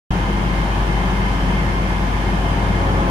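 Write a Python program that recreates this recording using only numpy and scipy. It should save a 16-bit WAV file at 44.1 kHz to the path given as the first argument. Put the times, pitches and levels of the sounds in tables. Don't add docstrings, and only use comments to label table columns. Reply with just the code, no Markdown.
import sys
import numpy as np
from scipy import signal
from scipy.fft import rfft, irfft, next_fast_len
from scipy.io import wavfile
from scipy.ndimage import uniform_filter1d, map_coordinates

SR = 44100
rng = np.random.default_rng(int(sys.argv[2]) if len(sys.argv) > 2 else 0)


def wrap_up_sound(samples):
    columns = np.atleast_2d(samples).T
    tamed = np.clip(columns, -1, 1)
    steps = np.round(tamed * 32767).astype(np.int16)
    wavfile.write(sys.argv[1], SR, steps)


N = 136710


def amp(db):
    return 10 ** (np.asarray(db) / 20)


def unit(x):
    return x / np.sqrt(np.mean(x ** 2) + 1e-20)


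def along(points, hz):
    point_hz, value = np.transpose(points)
    return np.interp(np.log(hz + 1), np.log(point_hz + 1), value)


def clock():
    return np.arange(N) / SR


def wobble(knots_per_s):
    knots = rng.standard_normal(int(N * knots_per_s / SR) + 4)
    return map_coordinates(knots, [np.arange(N) * knots_per_s / SR])


def filtered(x, response):
    size = next_fast_len(N + 8192)
    spectrum = rfft(x, size) * response(np.fft.rfftfreq(size, 1 / SR))
    return irfft(spectrum, size)[..., :N]


def patches(pair, patchy_db):
    bins = signal.stft(pair, nperseg=1024)[2]
    field = uniform_filter1d(rng.standard_normal(bins.shape[1:]), size=9, axis=0)
    field = uniform_filter1d(field, size=7, axis=1)
    return signal.istft(bins * amp(patchy_db * unit(field)), nperseg=1024)[1][:, :N]


def rush(colour, patchy_db):
    white = rng.standard_normal((2, N))
    return unit(filtered(patches(white, patchy_db), lambda hz: amp(along(colour, hz))))


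def narrow(hz, width_hz, seconds):
    turn = 2 * np.pi * hz * seconds
    mid_and_side = [wobble(width_hz) * np.cos(turn) + wobble(width_hz) * np.sin(turn) for _ in range(2)]
    return unit(np.array(mid_and_side))


def panned(pair, left_db):
    left = amp(left_db / 2) * (pair[0] + pair[1])
    right = amp(-left_db / 2) * (pair[0] - pair[1])
    return np.array([left + right, left - right]) / 2


# time in seconds, four-stroke cycle rate in Hz.
IDLE_SPEED = [(0, 8.291), (1.2, 8.296), (1.6, 8.312), (3.1, 8.307)]


def cycles():
    s, hz = np.transpose(IDLE_SPEED)
    return np.cumsum(np.interp(clock(), s, hz)) / SR


# time in seconds, nearness in dB.
APPROACH_DB = [(0, -4.5), (1.0, -5.5), (1.8, -2), (2.3, -2.5), (2.7, 2), (3.1, 4.5)]


def nearness():
    s, db = np.transpose(APPROACH_DB)
    return np.interp(clock(), s, db)


# frequency in Hz, relative density in dB per Hz.
ROAR_COLOUR = [(15, -40), (28, -17), (40, -12), (60, -12.5), (100, -11.5), (175, -7.5), (240, -12),
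               (440, -17), (620, -19), (740, -18), (900, -17.5), (1020, -18), (1100, -21.5), (1230, -21.5),
               (1310, -26), (1700, -22), (1980, -28), (2300, -27), (2900, -30.5), (3300, -30.5),
               (3930, -37.5), (5000, -39), (6800, -44), (7800, -50.5), (8800, -46.5), (11000, -51.5),
               (14000, -57.5), (14800, -60), (15600, -66)]
THROB_DEPTHS = [(2, 0.019), (6, 0.05), (9, 0.057), (11, 0.19), (13, 0.035), (15, 0.068)]
# lower in Hz, upper in Hz (half gain at each edge's own slope).
THROB_EDGES_HZ = (300, 1900)
ROAR_DB = -25.5


def roar():
    turns = cycles()
    throb = sum(depth * np.sin(2 * np.pi * (k * turns + rng.random())) for k, depth in THROB_DEPTHS)
    noise = rush(ROAR_COLOUR, patchy_db=0.62)
    low_hz, high_hz = THROB_EDGES_HZ
    clatter = filtered(noise, lambda hz: 1 / (1 + (low_hz / (hz + 1)) ** 4) / (1 + (hz / high_hz) ** 2))
    level_db = ROAR_DB + 0.086 * wobble(2.2) + 0.21 * wobble(12)
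    return amp(level_db) * (noise + throb * clatter)


# frequency in Hz, width in Hz,
# level in dB, left over right in dB, growth in dB per dB of nearness.
WHINES = [(165.7, 4, -38, -0.5, 0), (381.4, 6.03, -43.5, -0.5, -0.06), (682, 16, -47, -0.5, 0),
          (825, 50, -43.5, -4, 0), (985, 65, -43, 3.5, 0), (1053, 12, -42, -2.5, 0.43),
          (1740, 70, -48, 3.5, 0.05), (1750, 18, -52, -3, 0)]
# frequency in Hz, width in Hz, left over right in dB.
GEAR_LINES = [(2124, 32, -2), (2108, 80, -2)]
# frequency in Hz, width in Hz, left over right in dB.
FAN_LINES = [(3040, 170, 3), (3160, 55, 5.5)]
# time in seconds, gear whine in dB, fan band in dB, fan tone in dB.
GEAR_AND_FAN_LEVELS = [(.1, -45.5, -48, -48), (.5, -43.5, -50, -51), (.9, -41.5, -46.5, -50.5),
                       (1.3, -44, -47.5, -48.5), (1.5, -42.5, -44, -51), (1.7, -41, -52, -52),
                       (2.1, -41, -52, -54), (2.5, -43.5, -46, -54), (2.8, -43, -50, -50),
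                       (3.1, -45, -49, -51)]
SKIRT_DB = -.8
GEAR_RISE_PER_S = .002
GEAR_FLICKER_DB, GEAR_FLICKER_PER_S = 2.5, 9


def whines():
    t = clock()
    near_db = nearness()
    s, gear_db, *fan_db = np.transpose(GEAR_AND_FAN_LEVELS)
    out = np.zeros((2, N))
    for hz, width_hz, db, left_db, grows in WHINES:
        out += amp(db + grows * near_db) * panned(narrow(hz, width_hz, t), left_db)
    for (hz, width_hz, left_db), db in zip(FAN_LINES, fan_db):
        out += amp(np.interp(t, s, db)) * panned(narrow(hz, width_hz, t), left_db)

    climb = t + GEAR_RISE_PER_S * (t - t.mean()) ** 2 / 2
    gear = np.zeros((2, N))
    for (hz, width_hz, left_db), db in zip(GEAR_LINES, (0, SKIRT_DB)):
        gear += amp(db) * panned(narrow(hz, width_hz, climb), left_db)
    flickering = gear * amp(GEAR_FLICKER_DB * wobble(GEAR_FLICKER_PER_S))
    return out + amp(np.interp(t, s, gear_db)) * unit(flickering)


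# frequency in Hz, relative density in dB per Hz.
RUMBLE_COLOUR = [(50, -23), (90, 6.5), (130, 0), (200, -2.5), (300, 1), (550, -8.5), (850, -7.5),
                 (1500, -18), (3000, -43), (8000, -90)]
# frequency in Hz, width in Hz, level in dB, growth in dB per dB of nearness.
HUMS = [(90.2, .6, -30, 1.02), (274.7, 6.91, -40.5, 0.93), (343.3, 2.51, -38, 0.78),
        (542, 8.01, -42.5, 1.24)]
RUMBLE_DB = -29.5
HUM_RISE_PER_S = 0.00395


def rolling():
    near_db, t = nearness(), clock()
    climb = t + HUM_RISE_PER_S * (t - 1.5) ** 2 / 2
    hz, _, db, grows = HUMS[0]
    turn = 2 * np.pi * hz * climb
    pure_tone = np.sqrt(2) * np.array([np.sin(turn), np.cos(turn)])
    hum = amp(db + grows * near_db + 2.8 * wobble(3.65)) * pure_tone
    for hz, width_hz, db, grows in HUMS[1:]:
        hum += amp(db + grows * near_db) * narrow(hz, width_hz, climb)
    rumble_db = RUMBLE_DB + near_db + 1.7 * wobble(6.67)
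    return hum + amp(rumble_db) * rush(RUMBLE_COLOUR, patchy_db=1.0)


# frequency in Hz, relative level in dB per line.
KNOCK_COLOUR = [(200, -1), (400, -15), (600, -5.5), (820, -2), (1050, -2.5), (1400, -11)]
KNOCK_DB, KNOCK_PATCHY_DB = -38.5, 3


def knock():
    size = 4096
    place = (cycles() + 0.0071 * wobble(2.5)) % 1 * size
    loops = np.array([np.interp(place, np.arange(size), rng.standard_normal(size)) for _ in range(2)])

    def band(hz):
        inside = (hz > KNOCK_COLOUR[0][0]) * (hz < KNOCK_COLOUR[-1][0])
        return amp(along(KNOCK_COLOUR, hz)) * inside

    return amp(KNOCK_DB) * unit(filtered(patches(loops, KNOCK_PATCHY_DB), band))


WAVER_PER_S = (2.6, 7)
WAVER_MOST_DB = 3


def exhaust(orders_db, speed, waver_db, drift):
    turn = 2 * np.pi * speed * cycles() + drift * wobble(1.48)
    out = np.zeros((2, N))
    for k, db in orders_db:
        phase = k * turn + 2 * np.pi * rng.random((2, 1))
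        waver = wobble(WAVER_PER_S[int(k > 40)])
        out += amp(db + min(k * waver_db, WAVER_MOST_DB) * waver) * np.sqrt(2) * np.sin(phase)
    return out


# multiple of the cycle rate, relative level in dB.
NEAR_ORDERS = [(4, -24), (5, -33), (6, 0), (7, -21), (8, -24), (9, -18), (10, -26), (12, -22), (14, -11.5),
               (15, -22), (16, -25), (18, -13), (20, -17), (21, -19.5), (22, -13), (24, -13), (27, -24.5),
               (30, -20.5), (38, -24.5), (46, -27.5), (90, -26.5), (96, -22), (102, -23), (111, -23.5)]
# multiple of its own cycle rate, relative level in dB.
FAR_ORDERS = [(18, -13), (19, -11.5), (22, -3.5), (24, 0)]
NEAR_DB, NEAR_WAVER_DB = -21, .06
FAR_DB, FAR_WAVER_DB = -36, 0.5
FAR_SLOWER = .9875


def engines():
    near = exhaust(NEAR_ORDERS, 1, NEAR_WAVER_DB, drift=.012)
    far = exhaust(FAR_ORDERS, FAR_SLOWER, FAR_WAVER_DB, drift=.02)
    return amp(NEAR_DB) * near + amp(FAR_DB) * far


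# frequency in Hz, gain in dB.
SIDE_GAIN = [(60, -24), (99, -31), (160, -13), (270, -18), (450, -8), (740, -5.5), (1220, 2.5), (2010, 2),
             (3330, -1), (5500, 0.5), (9080, 0.5), (15000, 0)]
# frequency in Hz, share of the mid put in the side a quarter cycle off.
RIGHT_LEAD = [(400, 0.0075), (700, .15), (1000, .3), (1300, 0)]
# frequency in Hz, left over right in dB.
LEFT_BALANCE = [(60, 1.6), (250, 2), (600, 2), (800, 1.5), (1000, 2.5), (1300, 0), (1700, -1.5),
                (2600, -1.5), (3200, -0.5), (4000, 0), (6000, -2), (7200, -1), (8000, -2), (9000, 5),
                (11000, -1), (15000, 0.5)]


def scene():
    mid, side = roar() + whines() + rolling() + knock() + engines()
    lead = filtered(mid, lambda hz: 1j * along(RIGHT_LEAD, hz))
    side = filtered(side, lambda hz: amp(along(SIDE_GAIN, hz))) - lead
    channels = np.array([mid + side, mid - side])
    return filtered(channels, lambda hz: amp(np.outer([.5, -.5], along(LEFT_BALANCE, hz))))


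START_S, FADE_S = .1052, .0015
TOP_HZ = 15730


def record(dry):
    gate = np.clip((clock() - START_S) / FADE_S, 0, 1)
    return filtered(dry * gate, lambda hz: hz < TOP_HZ)


dry = scene()
out = record(dry)
wrap_up_sound(out)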